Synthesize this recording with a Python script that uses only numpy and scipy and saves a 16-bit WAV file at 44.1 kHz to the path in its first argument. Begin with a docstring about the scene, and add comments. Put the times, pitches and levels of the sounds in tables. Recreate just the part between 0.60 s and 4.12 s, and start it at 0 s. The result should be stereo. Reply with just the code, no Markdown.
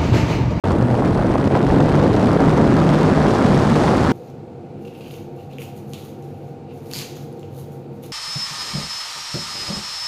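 """Wind on a glider's camera

Air rushes over a camera's two microphone ports in flight. Eddies shed off the housing moan near
150 Hz over a lumpy rumble. Small eddies burst on the ports as a fluttering roar, buffets and spitting
hiss, with brief low throbs and a thin sheen behind. The wind brightens as airspeed builds."""
import sys
import numpy as np
from scipy import signal
from scipy.fft import rfft, irfft
from scipy.io import wavfile

SR = 44100
rng = np.random.default_rng(int(sys.argv[2]) if len(sys.argv) > 2 else 0)


def persist_wave(psi):
    """Save psi, clipped to +-1, as 16-bit WAV."""
    counts = np.round(np.clip(psi, -1, 1) * 32767).astype(np.int16)
    wavfile.write(sys.argv[1], SR, np.atleast_2d(counts).T)


N = 155232
T = np.arange(N) / SR
HZ = np.fft.rfftfreq(N, 1 / SR)
PAN = np.array([[.5], [-.5]])  # splits a left-minus-right level between the ports


def amp(db):
    return 10 ** (np.asarray(db) / 20)


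def unit_rms(x):
    return x / np.sqrt(np.mean(x ** 2, axis=-1, keepdims=True) + 1e-20)


def over_frequency(points):
    hz, db = np.transpose(points)
    return np.interp(np.log(HZ + 1), np.log(hz + 1), db)


def over_time(table, column):
    rows = np.array(table)
    return np.interp(T, rows[:, 0], rows[:, column])


def highpass(hz, order):
    return HZ ** order / (HZ ** order + hz ** order)


def turbulence(top_hz, shared=0.83):
    """Pinkish random drift up to top_hz, partly shared by both ports."""
    spectrum = rfft(rng.standard_normal((3, N))) / np.sqrt(HZ + 96) / (1 + (HZ / top_hz) ** 2)
    both, own = np.split(unit_rms(irfft(spectrum * highpass(3, 1), N)), [1])
    return np.sqrt(shared) * both + np.sqrt(1 - shared) * own


# The wind's fader moves. Each row: time in seconds, then rumble, body, roar, rasp and hiss in dB.
GUSTS = [(0.05, -26, -19.5, -22, -28, -35), (0.11, -21.5, -19.5, -20, -34.5, -35),
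         (0.25, -30, -18, -29, -26, -39.5), (0.29, -26, -21, -23, -41, -39),
         (0.47, -24.5, -18, -19, -47, -35.5), (0.53, -24, -18, -22.5, -40, -37),
         (0.6, -23, -21, -21, -33, -36.5), (0.92, -27, -15, -24, -31.5, -36.5),
         (0.96, -25, -20.5, -14.5, -40, -32), (0.99, -33, -14.5, -21.5, -48, -38.5),
         (1.04, -30, -18, -22.5, -48, -36), (1.14, -18, -16.5, -16, -40, -33.5),
         (1.17, -39, -11.5, -21.5, -28, -35), (1.31, -26, -17, -18, -34, -32.5),
         (1.4, -25, -16, -16, -48, -33), (1.51, -29, -13, -20, -43, -34), (1.8, -19.5, -17, -17, -26, -33),
         (2.05, -26.5, -14, -20, -28, -34), (2.38, -32, -14.5, -20, -25, -32.5),
         (2.47, -26, -16, -18, -25.5, -32.5), (2.53, -25, -14.5, -20.5, -23.5, -32.5),
         (2.56, -27, -19, -18.5, -23.5, -33.5), (2.69, -25, -12.5, -18, -26, -32),
         (2.8, -32, -20.5, -19, -27, -32.5), (2.86, -33, -13.5, -18, -25.5, -32.5),
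         (3.05, -27, -17, -20.5, -25, -34), (3.25, -29, -17.5, -19, -25, -32.5),
         (3.33, -25, -17.5, -17.5, -25.5, -34), (3.5, -41, -13.5, -26, -21, -36.5)]
# Those five layers, low to high. Each row: low and high edge in Hz, flutter depth in dB,
# fast flicker depth in dB, lock to the moan from 0 to 1.
WIND_LAYERS = [(10, 194, -3, 2, 0), (178, 318, 0.32, -0.33, 0.52), (402, 1140, 2, 2, 0.47),
               (1110, 1600, 0.5, 1, 0.56), (2000, 23000, 0, 1.5, 0.61)]
# The wind's tone colour. Each row: frequency in Hz, relative spectral level in dB.
WIND_COLOUR = [(12, -52.5), (20, -20), (35, -2), (93, 2), (141, -1.5), (213, -4), (259, -4.5), (769, -12.5),
               (1500, -20), (2480, -28.5), (3400, -31.5), (4700, -36), (9170, -53), (15600, -74.5)]
# Stereo width. Each row: frequency in Hz, side minus mid in dB.
WIND_WIDTH = [(60, -45), (110, -38), (200, -22), (380, -11), (700, -3.5), (1290, -1.5), (2380, 0.5),
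              (4400, -0.5), (8120, -5.5), (15000, 0.5)]
# The treble leans left. Each row: frequency in Hz, left minus right in dB.
TREBLE_LEAN = [(60, 0), (1200, 0), (2400, 1.8), (9000, 1.8), (15000, .3)]


def wind(moan_wave, lock_db=3):
    """Air rushing over the ports: fluttering noise bands, the upper four swelling on the moan's crests."""
    flutter, flicker = turbulence(top_hz=30.2), turbulence(top_hz=363)
    colour, lean = amp(over_frequency(WIND_COLOUR)), amp(PAN * over_frequency(TREBLE_LEAN))
    side_power = amp(over_frequency(WIND_WIDTH)) ** 2
    coherence = (1 - side_power) / (1 + side_power)
    out = np.zeros((2, N))
    for column, (low_hz, high_hz, flutter_db, flicker_db, lock) in enumerate(WIND_LAYERS, 1):
        tremble = amp(flutter_db * flutter + flicker_db * flicker + lock * lock_db * moan_wave)
        envelope = unit_rms(tremble) * amp(over_time(GUSTS, column))
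        band = colour * np.sqrt(abs(highpass(low_hz, 4) - highpass(high_hz, 4)))
        left, unrelated = rfft(rng.standard_normal((2, N)) * envelope)
        right = coherence * left + np.sqrt(1 - coherence ** 2) * unrelated
        out += irfft(lean * [left, right] * unit_rms(band), N)
    return out


# The moan's melody. Each row: time in seconds, shedding pitch in Hz, level in dB.
MOAN_LINE = [(0.05, 96.8, -26), (0.11, 89.3, -24.5), (0.17, 90.4, -27.5), (0.23, 122.3, -15.5),
             (0.29, 124.3, -19), (0.35, 120.6, -16.5), (0.41, 120.8, -32.5), (0.49, 140.4, -18),
             (0.53, 134.4, -42), (0.64, 124.8, -28), (0.76, 135.2, -23), (0.89, 132, -36),
             (0.94, 139.8, -15), (1.01, 134.9, -28), (1.07, 134.5, -14.5), (1.13, 120.7, -27),
             (1.2, 146.1, -20.5), (1.28, 147.2, -24.5), (1.36, 144, -16), (1.46, 151.5, -28),
             (1.64, 149.9, -31), (1.7, 163.2, -16.5), (1.77, 167.5, -22), (1.81, 159.5, -27),
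             (1.89, 150, -12.5), (1.96, 153.3, -24), (2.03, 159.6, -17), (2.12, 153.9, -24),
             (2.19, 158.5, -24), (2.27, 154, -17), (2.42, 149.8, -17), (2.5, 160.9, -23),
             (2.57, 158, -17.5), (2.7, 131.8, -26), (2.81, 135.6, -29), (2.86, 149.8, -20),
             (2.94, 143, -14.5), (3.03, 153.5, -23.5), (3.15, 150, -22.5), (3.27, 146, -23.5),
             (3.5, 144.6, -42)]


def moan(width_hz=21.5, steady=0.82, waver=0.027):
    """Eddies shedding off the housing: a wavering tone plus noise resonating on the same pitch."""
    hz = over_time(MOAN_LINE, 1) * (1 + waver * turbulence(top_hz=15.7)[0])
    carrier = np.exp(2j * np.pi * np.cumsum(hz) / SR)
    pole = np.exp(-np.pi * width_hz / SR)
    drift = rng.standard_normal(N) / carrier
    for _ in range(2):
        drift = signal.lfilter([1 - pole], [1, -pole], drift)
    breath = unit_rms((carrier * drift).real)
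    return unit_rms(steady * unit_rms(carrier.real) + (1 - steady) * breath)


def build_airspeed(air, db_per_s=8.5, shelf_hz=7600):
    """Rising airspeed brightens the wind: a treble shelf climbs from cut to boost."""
    treble = irfft(rfft(air) * highpass(shelf_hz, 2), N)
    return air + treble * (amp(db_per_s * (T - T.mean())) - 1)


def pressure_swing(hz, half_width_cycles):
    """One push and pull of pressure on a port, the push the stronger."""
    cycles = np.arange(-300, 301) / SR * hz
    swing = np.exp(-(cycles / half_width_cycles) ** 2) * np.sin(1 - 2 * np.pi * cycles)
    return swing - swing.sum() / 300.5 * np.hanning(601)  # cancels the net pressure


# The pitches of the patter in Hz.
PATTER_HZ = (336, 510, 735, 980, 1370)
# The featured knocks. Each row: start in seconds, level in dB, pitch in Hz, left minus right in dB.
BUFFETS = [(0.225, -6.5, 447, -2), (0.311, -11, 580, 4), (0.35, -19, 475, 10), (0.459, -8, 330, 0),
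           (0.603, -17, 594, -9), (0.648, -5, 359, -2), (0.702, -6, 410, 1), (0.756, 0, 644, 0.0),
           (0.873, -4, 397, -2), (0.911, -7, 498, 3), (0.945, -10, 487, -2.0), (0.97, -8, 696, -2),
           (1.053, -9, 385, -4), (1.086, -13, 373.5, 3), (1.234, -6, 357, -1), (1.257, -3, 458, -2),
           (1.311, -6, 617, 1.5), (1.386, -7, 620, 5), (1.629, 1, 375, 0.5), (1.765, 2, 384.4, 2),
           (1.803, -12, 442.5, 7), (1.871, 0.5, 380, 1), (1.974, -7, 353.3, 1.5), (2.04, -28, 422, 9),
           (2.066, -1, 414.5, 2), (2.414, -10, 412.6, -0.5), (2.681, -3, 379.6, 1)]


def buffets(patter_per_s=260, spread_db=5.5, db_per_octave=-2, half_width_cycles=0.39):
    """Single pressure swings hit the ports: a random patter of small ones, and strong ones on cue."""
    patter = np.zeros((2, N))
    for hz in PATTER_HZ:
        hits = rng.random(N) < patter_per_s / len(PATTER_HZ) / SR
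        polarity = np.where(rng.random(N) < .7, 1, -1)
        size = amp(spread_db * np.minimum(rng.exponential(1, N), 2)) * rng.uniform(0.21, 1, (2, N))
        swing = amp(db_per_octave * np.log2(hz / PATTER_HZ[0])) * pressure_swing(hz, half_width_cycles)
        patter += signal.oaconvolve(hits * polarity * size, swing[None], "same")
    out = unit_rms(patter) * amp(over_time(GUSTS, 3) - 6.5)  # rides under the roar
    for start, db, hz, pan_db in BUFFETS:
        centre = round((start + half_width_cycles / hz) * SR)
        out[:, centre - 300:centre + 301] += pressure_swing(hz, half_width_cycles) * amp(db + PAN * pan_db)
    return out


# The featured spits. Each row: start in seconds, rough peak level in dB, left minus right in dB,
# boost or cut of the top end in dB.
EDDY_BURSTS = [(0.1194, -25, 4, -3), (0.225, -28, 1, -8), (0.3123, -29, 8, -8), (0.353, -31, 5, -9),
               (0.3621, -34, 2, -6), (0.4664, -33, -4, -6), (0.553, -32, 9, -3), (0.7825, -29, -3, -3),
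               (0.8417, -23, -4, -14), (0.875, -26, -8, -10), (0.913, -31, -1, -6), (0.9626, -27, -11, -11),
               (0.9912, -28, 1.0, -5), (1.0281, -25, -1, -6), (1.0674, -26.5, 3, -10), (1.09, -34, 4, -3),
               (1.1609, -27, 1.5, -3), (1.137, -31, -2, 0), (1.184, -28, 0, 0), (1.204, -20, -5, -10),
               (1.259, -27, 2.0, -3), (1.3402, -34, 0, -3), (1.3965, -29, 0, -6), (1.4775, -23, 1.0, -7),
               (1.531, -25, 0, -1), (1.5379, -27, 2, -1), (1.564, -27, 9, -5), (1.5959, -24.5, -2.0, -5),
               (1.643, -31, -5, -3), (1.6583, -25, 6, 1), (1.6706, -22, -6, -3), (1.731, -24.5, -2, 4),
               (1.753, -34, 2, -3), (1.774, -27, 3, -3), (1.803, -23.5, -4, -7), (1.848, -30, 12, -5),
               (1.871, -27, -2.5, -5), (1.878, -32, 1, -2), (1.894, -23, -10, -6), (1.902, -24, 2, -4),
               (1.9113, -25, -8, -7), (1.971, -24, -2.0, -8), (1.977, -21.5, 0, -8), (1.995, -27, 0, -7),
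               (2.1401, -21.5, -1, -7), (2.1665, -17, -8, -9), (2.246, -29, 2, 1.0), (2.265, -33, 0, 3),
               (2.291, -19, 3, -10), (2.331, -32, 2.5, 0), (2.3644, -35, -1, 3), (2.419, -29, 0, -1),
               (2.431, -23.5, -3, 3), (2.4613, -27, 0.5, -7), (2.617, -29, 1.0, -1), (2.6817, -30, 2.5, -3),
               (2.7086, -24, 8, -3), (2.7842, -30, -5, -3), (2.8126, -32, 9, -3), (2.862, -23, -7, -5),
               (2.9453, -21, 0, -5), (2.9762, -22, 8, -5), (2.998, -22, -9, -3), (3.0992, -27, 14, -3),
               (3.1595, -19, -2, -3), (3.1673, -25, 3, -3), (3.2051, -30, 6, -1), (3.2911, -29, 2.5, 2),
               (3.3687, -26, 4, 5), (3.4303, -30, 3, -3)]


def eddy_bursts(spits_per_s=110, rise_s=0.00053, fall_s=0.0012, crest_db=11, top_hz=9300):
    """Small eddies burst on the ports as puffs of hiss: a random sputter, and strong ones on cue."""
    size_db = over_time(GUSTS, 5) - 7 + 2 * np.minimum(rng.exponential(1, N), 2)  # rides under the hiss
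    spits = (rng.random(N) < spits_per_s / SR) * amp(size_db) * rng.uniform(0.43, 1, (2, N))
    hits = np.array([spits, spits * amp(-2)]) ** 2  # power below and above top_hz
    for start, db, pan_db, top_db in EDDY_BURSTS:
        puff = amp(db - crest_db + PAN[:, 0] * pan_db)
        hits[:, :, round(start * SR)] += np.array([puff, puff * amp(top_db)]) ** 2
    age = np.arange(1000) / SR
    envelope = (1 - np.exp(-age / rise_s)) * np.exp(-age / fall_s)
    power = abs(signal.oaconvolve(hits, (envelope / envelope.max())[None, None] ** 2))[:, :, :N]
    band = amp(0.73 * over_frequency(WIND_COLOUR)) * highpass(1540, 2)  # a brighter, thinner wind
    band /= np.sqrt(np.mean(band ** 2 * (HZ > 5000)))
    noise = unit_rms(rng.standard_normal((2, N)) + 0.42 * rng.standard_normal(N))  # partly shared
    low, high = rfft(noise * np.sqrt(power))
    crossover, lean = highpass(top_hz, 6), amp(PAN * over_frequency(TREBLE_LEAN))
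    return irfft((low * (1 - crossover) + high * crossover) * band * lean, N)


# The sheen's tone colour. Each row: frequency in Hz, relative spectral level in dB.
SHEEN_COLOUR = [(2000, -30), (5000, -13), (8000, -2), (10500, -7), (12500, -16), (15700, -26)]


def sheen(level_db=-57):
    """A steady, distant high hiss, nearly alike on both ports."""
    noise = rng.standard_normal(N) + 0.19 * rng.standard_normal((2, N))
    band = amp(over_frequency(SHEEN_COLOUR)) * (HZ > 2000)
    return amp(level_db) * unit_rms(irfft(rfft(noise) * band, N))


# Short hums in the roar. Each row: centre in seconds, half-width in seconds, peak in dB, pitch in Hz.
THROBS = [(0.27, 0.02, -14, 245), (0.666, 0.024, -17, 324.6), (1.057, 0.021, -16, 280),
          (1.17, 0.023, -16, 290), (1.843, 0.034, -13, 269.5), (2.863, 0.033, -14, 235.2),
          (3.12, 0.015, -9, 231.6), (3.249, .012, -18.5, 800), (3.3, 0.013, -14, 220.3)]


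def throbs():
    """Brief pressure wobbles that swell and fade, alike on both ports."""
    out = np.zeros(N)
    for centre, half_width, db, hz in THROBS:
        envelope = amp(db) * np.exp(-((T - centre) / half_width) ** 2)
        out += envelope * np.sin(2 * np.pi * (hz * T + rng.random()))
    return out


# Quick ducks in level. Each row: centre in seconds, half-width in seconds, deepest gain in dB.
LEVEL_DIPS = [(0.773, 0.0026, -12), (0.893, 0.0072, -7.5), (1.78, 0.0088, -6.5)]


def level_dips():
    """The sound ducks on cue for a few milliseconds, as under a limiter."""
    return amp(sum(db * np.exp(-((T - centre) / half_width) ** 2) for centre, half_width, db in LEVEL_DIPS))


def scene():
    """Everything but the sheen follows the level dips."""
    moan_wave = moan()
    air = wind(moan_wave) + moan_wave * amp(over_time(MOAN_LINE, 2))
    return (build_airspeed(air) + throbs() + buffets() + eddy_bursts()) * level_dips() + sheen()


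def record(dry, ceiling=0.85, start_s=0.037, cutoff_hz=15650):
    """The microphone overloads softly and loses the highest treble; sound opens after a short silence."""
    fade_in = np.clip((T - start_s) / 0.0031, 0, 1)
    saturated = ceiling * np.tanh(dry / ceiling) * fade_in
    lowpass = signal.firwin(511, cutoff_hz, window=("kaiser", 9), fs=SR)
    return signal.oaconvolve(saturated, lowpass[None], "same")


dry = scene()
out = record(dry)
persist_wave(out)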